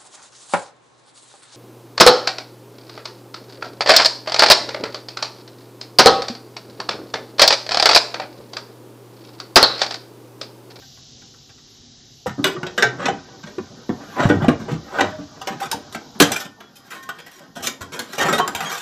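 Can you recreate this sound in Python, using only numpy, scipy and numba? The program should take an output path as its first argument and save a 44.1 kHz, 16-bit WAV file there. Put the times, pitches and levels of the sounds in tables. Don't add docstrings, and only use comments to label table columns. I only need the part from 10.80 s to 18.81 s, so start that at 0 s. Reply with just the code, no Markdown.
import sys
import numpy as np
from scipy import signal
from scipy.fft import rfft, irfft
from scipy.io import wavfile
from scipy.ndimage import uniform_filter1d, map_coordinates
from numba import njit

SR = 44100
rng = np.random.default_rng(int(sys.argv[2]) if len(sys.argv) > 2 else 0)


def store_wav(level_fs):
    pcm = np.round(np.clip(np.atleast_2d(level_fs), -1, 1) * 32767)
    wavfile.write(sys.argv[1], SR, pcm.T.astype(np.int16))


def boost(x):
    u = np.asarray(x, float) / 20
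    return 10 ** u


N = 353241
TIME = np.arange(N) / SR

# start in seconds, peak in dB, boom in dB, hardness in dB. The first six nicks are rust settling.
NICKS = [(.0175, -37.5, -27, -7), (.1694, -46.5, -10, -3), (.4176, -42.5, -9, -3), (.5384, -42, -21, -9),
         (.6903, -42, -26, -2), (.776, -48, -20, -2), (1.466, -27.5, 0, -8), (1.762, -24, -1, -15),
         (5.399, -12.5, -1, 9), (5.412, -12.5, 0, 1), (5.421, -13.5, -9.5, 0.5), (5.529, -24, -20, 0.5),
         (3.488, -13, -30, -13), (6.512, -47.5, -28, 3.5), (6.58, -46.5, -31, 1.5), (2.319, -25, -2, -43),
         (3.619, -27, -26, -16), (3.642, -10, -10, -18.5), (3.966, -45, 14, -41), (4.237, -18, -4.5, -20),
         (4.613, -23, -37, -6.5), (4.854, -30.5, -2, -4.5), (5.503, -18, -19, -12),
         (5.649, -25.5, -6, -5.5), (6.227, -42, -30, 2), (7.328, -22.5, -18, -4), (7.579, -13, -37, -5)]
RUBS = [(1.577, -23.5, 13.5, -16.5), (2.626, -30.5, -5, -3.5), (2.666, -32.5, -6, -2.5),
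        (3.355, -11.5, -39, -30), (3.378, -11.5, -28, -19), (3.396, -8.5, -42, -15.5),
        (3.425, -14.5, -4, -12.5), (3.88, -15, -1, -17), (4.381, -22.5, 7.5, -32), (4.71, -21.5, 0, -13),
        (4.797, -19.5, -54, -6), (4.82, -24.5, -41, -5), (5.346, -32.5, -2, -10.5), (5.594, -27, -19.5, 3),
        (5.955, -63, -12, 16.5), (6.46, -38.5, -21, 1.5), (6.101, -28, -35, -1), (6.599, -33, -11, -15),
        (6.752, -27, -4, -1.5), (7.005, -22.5, -4, -4.5), (7.379, -11, -36, -4.5), (7.455, -24, -36, -10),
        (7.857, -21, -66, -6), (7.939, -27.5, -71, -3.5), (7.975, -43, -27, 2.5)]
DRAGS = [(2.182, -15, -44, -11), (2.215, -17, -36, -9), (2.891, -37.5, 9, -40), (3.534, -13, -2, -68),
         (3.599, -13.5, 11.5, -34), (3.791, -32, 18, -5.5), (3.906, -26, 9.5, -9.5),
         (4.11, -19.5, -31, -22), (4.135, -12.5, -57, -18), (4.085, -31, -30, -25),
         (7.435, -11, -22.5, -14.5), (7.825, -30, -50, -2.5), (7.915, -29, -50, -1),
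         (6.525, -47.5, -30, 5.5), (6.044, -54.5, -18, 7.5), (6.119, -26, -28, -4.5), (6.151, -44, -27, -4),
         (6.79, -30.5, 8, -5.5), (6.824, -24.5, -7, 4), (7.118, -19.5, -26, -4), (7.151, -28, -20, -8),
         (7.404, -4.5, -49, -7), (7.892, -20, -61, -2.2)]
NICK_S, RUB_S, DRAG_S = 0.0067, 0.017, 0.031


def knocks(*modes):
    kinds = ((NICKS, NICK_S), (RUBS, RUB_S), (DRAGS, DRAG_S))
    soft_contacts = [(*row, length, 1) for kind, length in kinds for row in kind]
    rows = np.array(sorted(hard_contacts() + soft_contacts))
    start = (rows[:, 0] * SR).astype(int)
    peak_db = np.minimum(rows[:, 1], -1.5)
    lengths = np.maximum(rows[:, 4], .001)
    span = 8000
    force = np.zeros(N + span)
    rust = np.r_[grit(4000, 3.0), np.zeros(span)]
    t = TIME[:span]
    swell, bite, bite_s = .45, 1.6, .003
    for i, db, length, soft in zip(start, peak_db, lengths, rows[:, 5]):
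        shape = np.exp(-t / length) * (1 - soft * np.exp(-t / (swell * length)))
        shape = shape + (1 - soft) * bite * np.exp(-t / bite_s)
        burst = shape * rust[i:i + span]
        force[i:i + span] += boost(db + 1.5) * burst / np.sqrt(np.sum(burst ** 2))
        force[i] += boost(db - 8.0) * (1 - soft)
    owner = np.clip(np.searchsorted(start, np.arange(N), side="right") - 1, 0, None)
    return ring(force[:N], owner, *contact(rows, *modes, 1.8, 0.0301)) + crack(rows)


# start in seconds, peak in dB, boom in dB, hardness in dB.
TAPS = [(1.831, -16.5, -28, -10), (2.256, -5, -28, -7), (2.283, -8, -21, -10), (2.783, -15, -1, -20.5),
        (3.092, -15.5, 0, -20), (3.457, -9.5, 2, -45), (5.148, -21, -13, -5.5), (6.29, -22, -55, -3.5),
        (6.87, -22.5, -9.5, 3.5), (7.192, -23.5, -14, 0.5), (7.596, -8.5, -46, -13),
        (7.677, -18, -10, -1.5)]
CLANKS = [(1.46, -13, 7.5, -19.5), (3.498, -1, -13, -19), (5.125, -35.5, -32.5, 1.5),
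          (1.866, -19.5, -15, -4.5), (1.978, -11, -19, -1.5), (2.024, -3, -29.5, -4.5),
          (3.683, -3.5, 1, -16.5), (4.186, -12, -26, -13.5), (4.672, -12.5, -40, -7.5),
          (4.914, -25.5, -7, 7), (4.942, -19.5, -4.5, -30.5), (5.518, -21.5, -21.5, 4),
          (5.562, -21.5, -23.5, 1.5), (6.387, -34, -40, -1), (7.805, -19.5, -65, -2.5)]
RATTLES = [
    (1.642, -4, -23, -3.5),
    (4.206, -5.5, -14, -10.5),
    (5.402, -7, -10, 1),
    (5.804, -27.5, -28, -9),
    (7.485, -13, -9, -9),
    (7.527, -6.5, -36, -7),
    (7.749, -18.5, -39, -0.5),
]
TAP_S, CLANK_S, RATTLE_S = 0.0075, 0.02, 0.03


def hard_contacts():
    kinds = ((TAPS, TAP_S), (CLANKS, CLANK_S), (RATTLES, RATTLE_S))
    return [(*row, length, 0) for kind, length in kinds for row in kind]


def crack(rows):
    click, t = np.zeros(N), TIME[:SR // 20]
    click[(rows[:, 0] * SR).astype(int)] = boost(rows[:, 1] + rows[:, 3]) * (1 - rows[:, 5])
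    snap = boost(17.5) * signal.sosfilt(signal.butter(3, [500, 3500], "band", fs=SR, output="sos"), click)
    spit_s = 0.0032
    dust = signal.fftconvolve(click, np.exp(-t / spit_s))[:N] * rng.standard_normal(N)
    return snap + boost(-26) * signal.sosfilt(signal.butter(4, 7500, "high", fs=SR, output="sos"), dust)


# pitch in Hz, level in dB, time to fall 60 dB in seconds (held to .085
SHELL = [(124, -17, 1.8), (280, -1, 0.18), (362, -7, 0.55), (526, -18, 0.67), (715, -19, 0.097),
         (810, -32, 5.0), (870, -48.5, 0.084), (1071, -56.5, 0.72), (1271, -3.5, 0.066), (1541, -2.5, 0.15),
         (1815, -5, 0.18), (1857, -22, 1.4)]
# pitch in Hz, level in dB, 60 dB fall in seconds.
PIECE = [(1545, -9.5, 0.22), (2470, -22.5, .08), (3160, -1, .12), (3246, -2, 0.18), (3800, -18.5, 0.072),
         (4540, -19, .1), (5030, -10, 0.42), (6130, -11.5, 0.16), (6850, -8.5, 0.17), (7500, -9, 0.14),
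         (9200, -20, .08)]
EDGE_HZ = [60, 300, 1500, 4000, 8000, 15000]
BAND_MODES = [26, 90, 110, 85, 65]


def shell_modes(t60_low, slope, loose_db):
    bands = zip(EDGE_HZ, EDGE_HZ[1:], BAND_MODES)
    hz = np.concatenate([rng.uniform(low, high, count) for low, high, count in bands])
    spread = np.exp(.3 * np.clip(rng.standard_normal(len(hz)), -2, 1))
    t60 = t60_low * (hz / 300) ** -slope * spread
    share_db = loose_db - 10 * np.log10(np.repeat(BAND_MODES, BAND_MODES))
    named_hz, named_db, named_t60 = np.transpose(SHELL)
    piece_hz, piece_db, piece_t60 = np.transpose(PIECE)
    named_t60 = np.minimum(named_t60, .085)
    return (np.r_[hz, named_hz, piece_hz], np.r_[share_db, named_db - 8, piece_db - 15],
            np.r_[t60, named_t60, piece_t60])


# from when in seconds, then edge ring, grit, dry flakes and free piece in dB.
STAGES = [
    (0, 0.5, 2.5, -5, -5.5),
    (1.75, 2, 1.5, -11.5, -7),
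    (2.75, 5.5, 7, -7.5, -3.5),
    (4.5, 1.5, 6, -6, -6.5),
    (5.38, -1.5, 4, -5.5, -2.5),
    (5.7, 2.5, 2.5, -2, 4),
    (6.7, 1, 4.5, -4, -2),
]
# from when in seconds, floor pan in dB, panels in dB.
GRIP = [(0, -6, 0), (1.55, 3, -0.5), (1.8, 1, -0.5), (1.95, 1, -1.5), (2.15, 1, -2.5), (2.5, 3, -3),
        (3, 3, 0), (3.3, 0.5, 1), (3.48, -1, -1.5), (3.67, 2, 0), (3.85, 0.5, -3), (4.05, -3, 1.5),
        (4.55, -5, 2.5), (4.9, -2.5, 1), (5.1, -1, 0.5), (5.38, 0.5, -0.5), (5.5, -1.5, -1),
        (5.75, -3.5, -0.5), (6.08, 0.5, -1), (6.27, -2, 1.5), (6.36, 0.5, -1), (6.72, 1.5, 2),
        (6.98, 2, -1.5), (7.3, -1, 0), (7.56, 0, -0.5), (7.72, -2.5, 3.5)]
BAND_HZ = [85, 150, 420, 900, 2200, 5500, 7500, 9000, 12000]


def contact(rows, hz, share_db, t60, scatter_db, bend):
    stages, grips = np.array(STAGES), np.array(GRIP)
    stage = stages[np.searchsorted(stages[1:, 0], rows[:, 0])]
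    grip = grips[np.searchsorted(grips[1:, 0], rows[:, 0])]
    edge_db = rows[:, 3] + stage[:, 1]
    grit_db = 1.63 * rows[:, 3] + stage[:, 2]
    flakes_db = stage[:, 3]
    tilt = []
    for low, (_, pan, panel), edge, top, fine in zip(rows[:, 2], grip, edge_db, grit_db, flakes_db):
        balance = [low - 10, low - 3.5, pan - 1.1, panel - 3.5, edge,
                   top - 2.5, top - 5, top + fine - 5, top + fine - 2.5]
        tilt.append(np.interp(np.log(hz), np.log(BAND_HZ), balance))
    chance = rng.standard_normal((len(rows), 3, len(hz)))
    free = np.arange(len(hz)) >= len(hz) - len(PIECE)
    scatter = scatter_db * np.where(free, -4 * np.abs(chance[:, 1]), chance[:, 1])
    gain = np.sign(chance[:, 0]) * boost(np.array(tilt) + share_db + free * stage[:, 4:] + scatter)
    bent_hz = hz * (1 + bend * np.where(free, .1, 1) * chance[:, 2])
    return gain, poles(np.minimum(bent_hz, .45 * SR), t60)


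def poles(hz, t60):
    return np.exp(2j * np.pi * hz / SR - np.log(1000) / (np.maximum(t60, .005) * SR))


@njit
def ring(force, owner, gain, pole):
    out = np.zeros(len(force))
    for m in range(pole.shape[1]):
        z = 0j
        for i in range(len(force)):
            z = z * pole[owner[i], m] + gain[owner[i], m] * force[i] + 1e-18
            out[i] += z.imag
    return out


def level(x, db):
    return x * boost(db) / np.sqrt(np.mean(x ** 2))


def grit(rate, spread_db):
    hit = rng.random(N) < rate / SR
    return level(hit * rng.choice([-1., 1.], N) * boost(spread_db * rng.exponential(size=N)), 0)


def walk(rate):
    k = int(SR / rate)
    steps = np.repeat(rng.standard_normal(N // k + 1), k)
    return uniform_filter1d(uniform_filter1d(steps, k), k)[:N]


# time in seconds, effort in dB, hardness in dB.
SCRAPE = [(1.45, -66, -3), (1.65, -24, -44), (1.9, -30, -37), (2.22, -16.5, -18), (2.45, -30.5, -14),
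          (3.05, -32.5, -19.5), (3.45, -22, -3.5), (3.851, -26.5, -37.5), (4.15, -27.5, -3),
          (4.45, -31, -16.5), (4.8, -29, -10.5), (5.55, -32, -29.5), (5.86, -35, -15), (6.6, -38.5, -2.5),
          (6.799, -39, -35), (7.33, -28, -0.5), (7.452, -12.5, -20), (8.0, -31.5, 3.5)]


def scrape(*modes):
    s, effort_db, hard_db = np.transpose(SCRAPE)
    hop, boom_db, slip_db = 1764, -8, 2.2
    at = TIME[::hop]
    rows = np.transpose([at, at, 0 * at + boom_db, np.interp(at, s, hard_db)])
    drag = boost(np.interp(TIME, s, effort_db, left=-120) - 34 + slip_db * walk(40))
    return ring(drag * grit(4000, slip_db), np.arange(N) // hop, *contact(rows, *modes, 1.8, 0.028))


def waver(x):
    return map_coordinates(x, [np.arange(N) + 3e-5 * SR * walk(90)], mode="mirror")


# start in seconds, peak in dB, pitch in Hz.
PARTIALS = [(1.46, -11, 504), (1.639, -20, 1600), (1.979, -4.5, 1650), (2.025, -5.5, 1707),
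            (2.256, -22, 650), (2.284, -8, 736), (2.781, -12.5, 370), (3.093, -9, 312), (3.499, -1.5, 306),
            (3.683, 2.5, 304), (4.185, -3.5, 1484), (4.612, -22, 770), (4.928, -5.5, 903), (5.403, -3, 390),
            (5.404, -3.5, 1047), (6.766, -21, 693), (7.484, -5, 1320), (7.595, -8.5, 734)]
# start in seconds, pitch in Hz, level in dB, 60 dB fall in seconds.
BOOMS = [(1.461, 129, -23.5, 0.29), (1.469, 94, -34, .4), (2.048, 127, -28, 0.55), (3.451, 50, -36, 0.89),
         (3.454, 151, 3, 0.037), (2.784, 94, -35.5, 0.28), (4.21, 97.8, -31, 0.63),
         (7.011, 90.5, -39, 0.44), (7.401, 85.4, -36, 0.57), (7.75, 90, -41, 0.35), (3.459, 98, -17, 0.77),
         (3.5, 86, -20.5, 0.44), (3.682, 245.5, -1.5, 0.081), (4.21, 280, -33, 0.62),
         (4.705, 204, -19, 0.064), (5.156, 224, -22, 0.11), (5.405, 50, -25, 0.097),
         (5.412, 292, -10.5, 0.24), (7.49, 55, -49, .36)]
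# start in seconds, pitch in Hz, level in dB, 60 dB fall in seconds.
SINGING = [(1.75, 361, -22.5, 0.69), (2.1, 1320, -43.5, 0.85), (2, 750, -45, 0.94),
           (4.23, 620, -30.5, 0.88), (4.68, 780, -21, 0.2), (4.815, 790, -23, 0.2), (4.92, 750, -34, 0.21),
           (5.41, 230, -48, 0.62), (5.571, 1800, -47.5, 1.6), (5.806, 1400, -54, 1),
           (5.805, 3360, -44, 0.25), (3.608, 1550, -27.5, 0.21), (5.56, 2400, -16.5, 0.066),
           (7.49, 7500, -26, 0.19), (7.855, 6600, -29.5, 0.25), (7.855, 3250, -24, 0.18),
           (7.78, 800, -21, 0.17), (7.3, 4100, -37, 0.22), (4.8, 2600, -42, 0.11),
           (6.131, 1071, -39.5, 2.1), (6.15, 1836, -39.5, 2.2), (7.4, 1836, -22.5, 0.41),
           (7.534, 3700, -29.5, 0.6), (7.598, 1071, -31.5, 1.9), (7.6, 1100, -19.5, 0.44),
           (7.605, 3100, -23.5, 0.19)]


def partials():
    clang_t60_s = .09
    rows = [(s, hz, db - 6.0, clang_t60_s) for s, db, hz in PARTIALS] + BOOMS + SINGING
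    knocked = np.r_[np.sort(np.array(hard_contacts())[:, 0]), N]
    out = np.zeros(N)
    for s, hz, db, t60 in rows:
        start = int(s * SR)
        t = TIME[:N - start]
        fade = boost(-60 * t / max(t60, .02) + 4.5 * walk(45)[:len(t)])
        swell = (1 - np.exp(-t / .0015)) * fade
        next_knock = knocked[knocked > s + .02][0]
        choked = (hz > 1000) & (t + s > next_knock)
        loudness = boost(db - 10 * uniform_filter1d(1. * choked, 200))
        out[start:] += loudness * swell * np.sin(2 * np.pi * hz * t)
    return out


def workshop(x, t60, top_hz):
    t = TIME[:SR // 2]
    tail = rng.standard_normal(len(t)) * boost(-60 * t / t60) * (t > .002)
    tail = signal.sosfilt(signal.butter(1, top_hz, fs=SR, output="sos"), tail)
    return signal.fftconvolve(x, tail / np.sqrt(np.sum(tail ** 2)))[:N]


# frequency in Hz, level in dB.
CHORUS = [(1700, -26), (2450, -17), (2900, -6), (3500, -3.5), (4300, -2), (5200, 0), (6000, -2), (6800, -6),
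          (7600, -14), (8600, -26)]
# frequency in Hz, level in dB per Hz.
HUM = [(15, -68.5), (25, -13.5), (59, -11), (137, -1), (205, -15.5), (240, -4), (312, -14), (397, -12.5),
       (604, -23.5), (738, -18.5), (884, -25.5), (2460, -31), (3000, -52), (3900, 8.5), (6600, -120)]


def background():
    duck = np.clip((TIME - 5.38) / .12, 0, 1)
    creep_db = 2.5 * np.clip(TIME - 6.7, 0, None)
    early = np.clip((.5 - TIME) * 10 + .5, 0, 1)
    duck_db = -9.5 * duck
    chorus = level(coloured(CHORUS, 0.18, 2.1), -50.3) * boost(3 * early + duck_db + creep_db)
    hum = signal.sosfilt(signal.butter(8, 2800, fs=SR, output="sos"), coloured(HUM, 2.5, 6))
    hum = level(hum, -51) * boost(early + duck_db + creep_db / 2)
    return chorus + hum + air() * boost(2 * (TIME < .2) + duck_db / 2)


# frequency in Hz, level in dB.
AIR = [(8300, -14), (9500, -5), (11500, 0), (13500, -2), (14800, -4)]


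def air():
    return level(coloured(AIR, 4.0, 7), -64.5)


def coloured(points, swell_db, rate):
    hz, db = np.transpose(points)
    f = np.fft.rfftfreq(N, 1 / SR) + 1
    white = rfft(rng.standard_normal(N)) * boost(np.interp(np.log(f), np.log(hz), db))
    out = 0
    for centre in np.arange(np.log2(hz[0]), np.log2(hz[-1]) + .5, .5):
        share = np.clip(1 - np.abs(np.log2(f) - centre) / .5, 0, 1)
        out = out + boost(swell_db * walk(rate)) * irfft(white * share, N)
    return out


# time in seconds, side level under the middle in dB.
PARTING = [(2.04, -21), (2.57, -19), (2.78, -18), (3.69, -28), (4.221, -15.5), (5.418, -12), (5.542, -19),
           (5.8, -21), (5.859, -17), (5.97, -11), (6.05, -8), (6.77, -20), (6.869, -6.5), (7.391, -9.5),
           (7.581, -11), (7.681, -18.5)]


def scene():
    modes = shell_modes(0.089, 0.43, -1.2)
    steel = waver(knocks(*modes) + scrape(*modes))
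    steel = signal.sosfilt(signal.butter(4, 80, "high", fs=SR, output="sos"), steel)
    cabin = waver(workshop(steel, 0.21, 15000))
    room = waver(workshop(steel, 0.26, 3000))
    mid = steel + boost(-12.0) * cabin + boost(-12.0) * room + background() + partials()
    apart = sum(boost(db) * np.clip(1 - np.abs(TIME - s) / 0.028, 0, 1) for s, db in PARTING)
    edge = signal.sosfilt(signal.butter(1, 1500, "high", fs=SR, output="sos"), mid)
    side = apart * np.roll(edge, 40)
    return np.array([mid + side, mid - side])


def thin_top(x, from_hz, mask_db):
    f, _, spectrum = signal.stft(x, SR, nperseg=1024)
    size = np.abs(spectrum).mean(axis=0)
    mask = boost(mask_db) * size[(f > 2500) & (f < 7000)].mean(axis=0)
    kept = spectrum * ((f[:, None] < from_hz) | (size > mask))
    thin = signal.istft(kept, SR, nperseg=1024)[1][:, :N]
    band = signal.butter(2, [1500, 7000], "band", fs=SR, output="sos")
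    presence = signal.sosfilt(band, x.mean(axis=0))
    span = int(.012 * SR)
    power = uniform_filter1d(presence ** 2, span)
    jump = np.roll(power, -span // 2) > boost(2 * 11) * np.roll(power, span // 2)
    gate = uniform_filter1d(1. * np.roll(jump, span // 2), span // 4)
    return thin + gate * (x - thin)


def roll_off(x):
    return signal.sosfilt(signal.butter(12, 14850, fs=SR, output="sos"), x)


def record(dry):
    trimmed = signal.sosfilt(signal.butter(1, 40, "high", fs=SR, output="sos"), dry)
    trimmed = signal.sosfilt(signal.ellip(8, .2, 70, 14800, fs=SR, output="sos"), trimmed)
    mix = np.clip(thin_top(trimmed, 7400, -12), -1, 1)
    return roll_off(mix)


dry = scene()
out = record(dry)
store_wav(out)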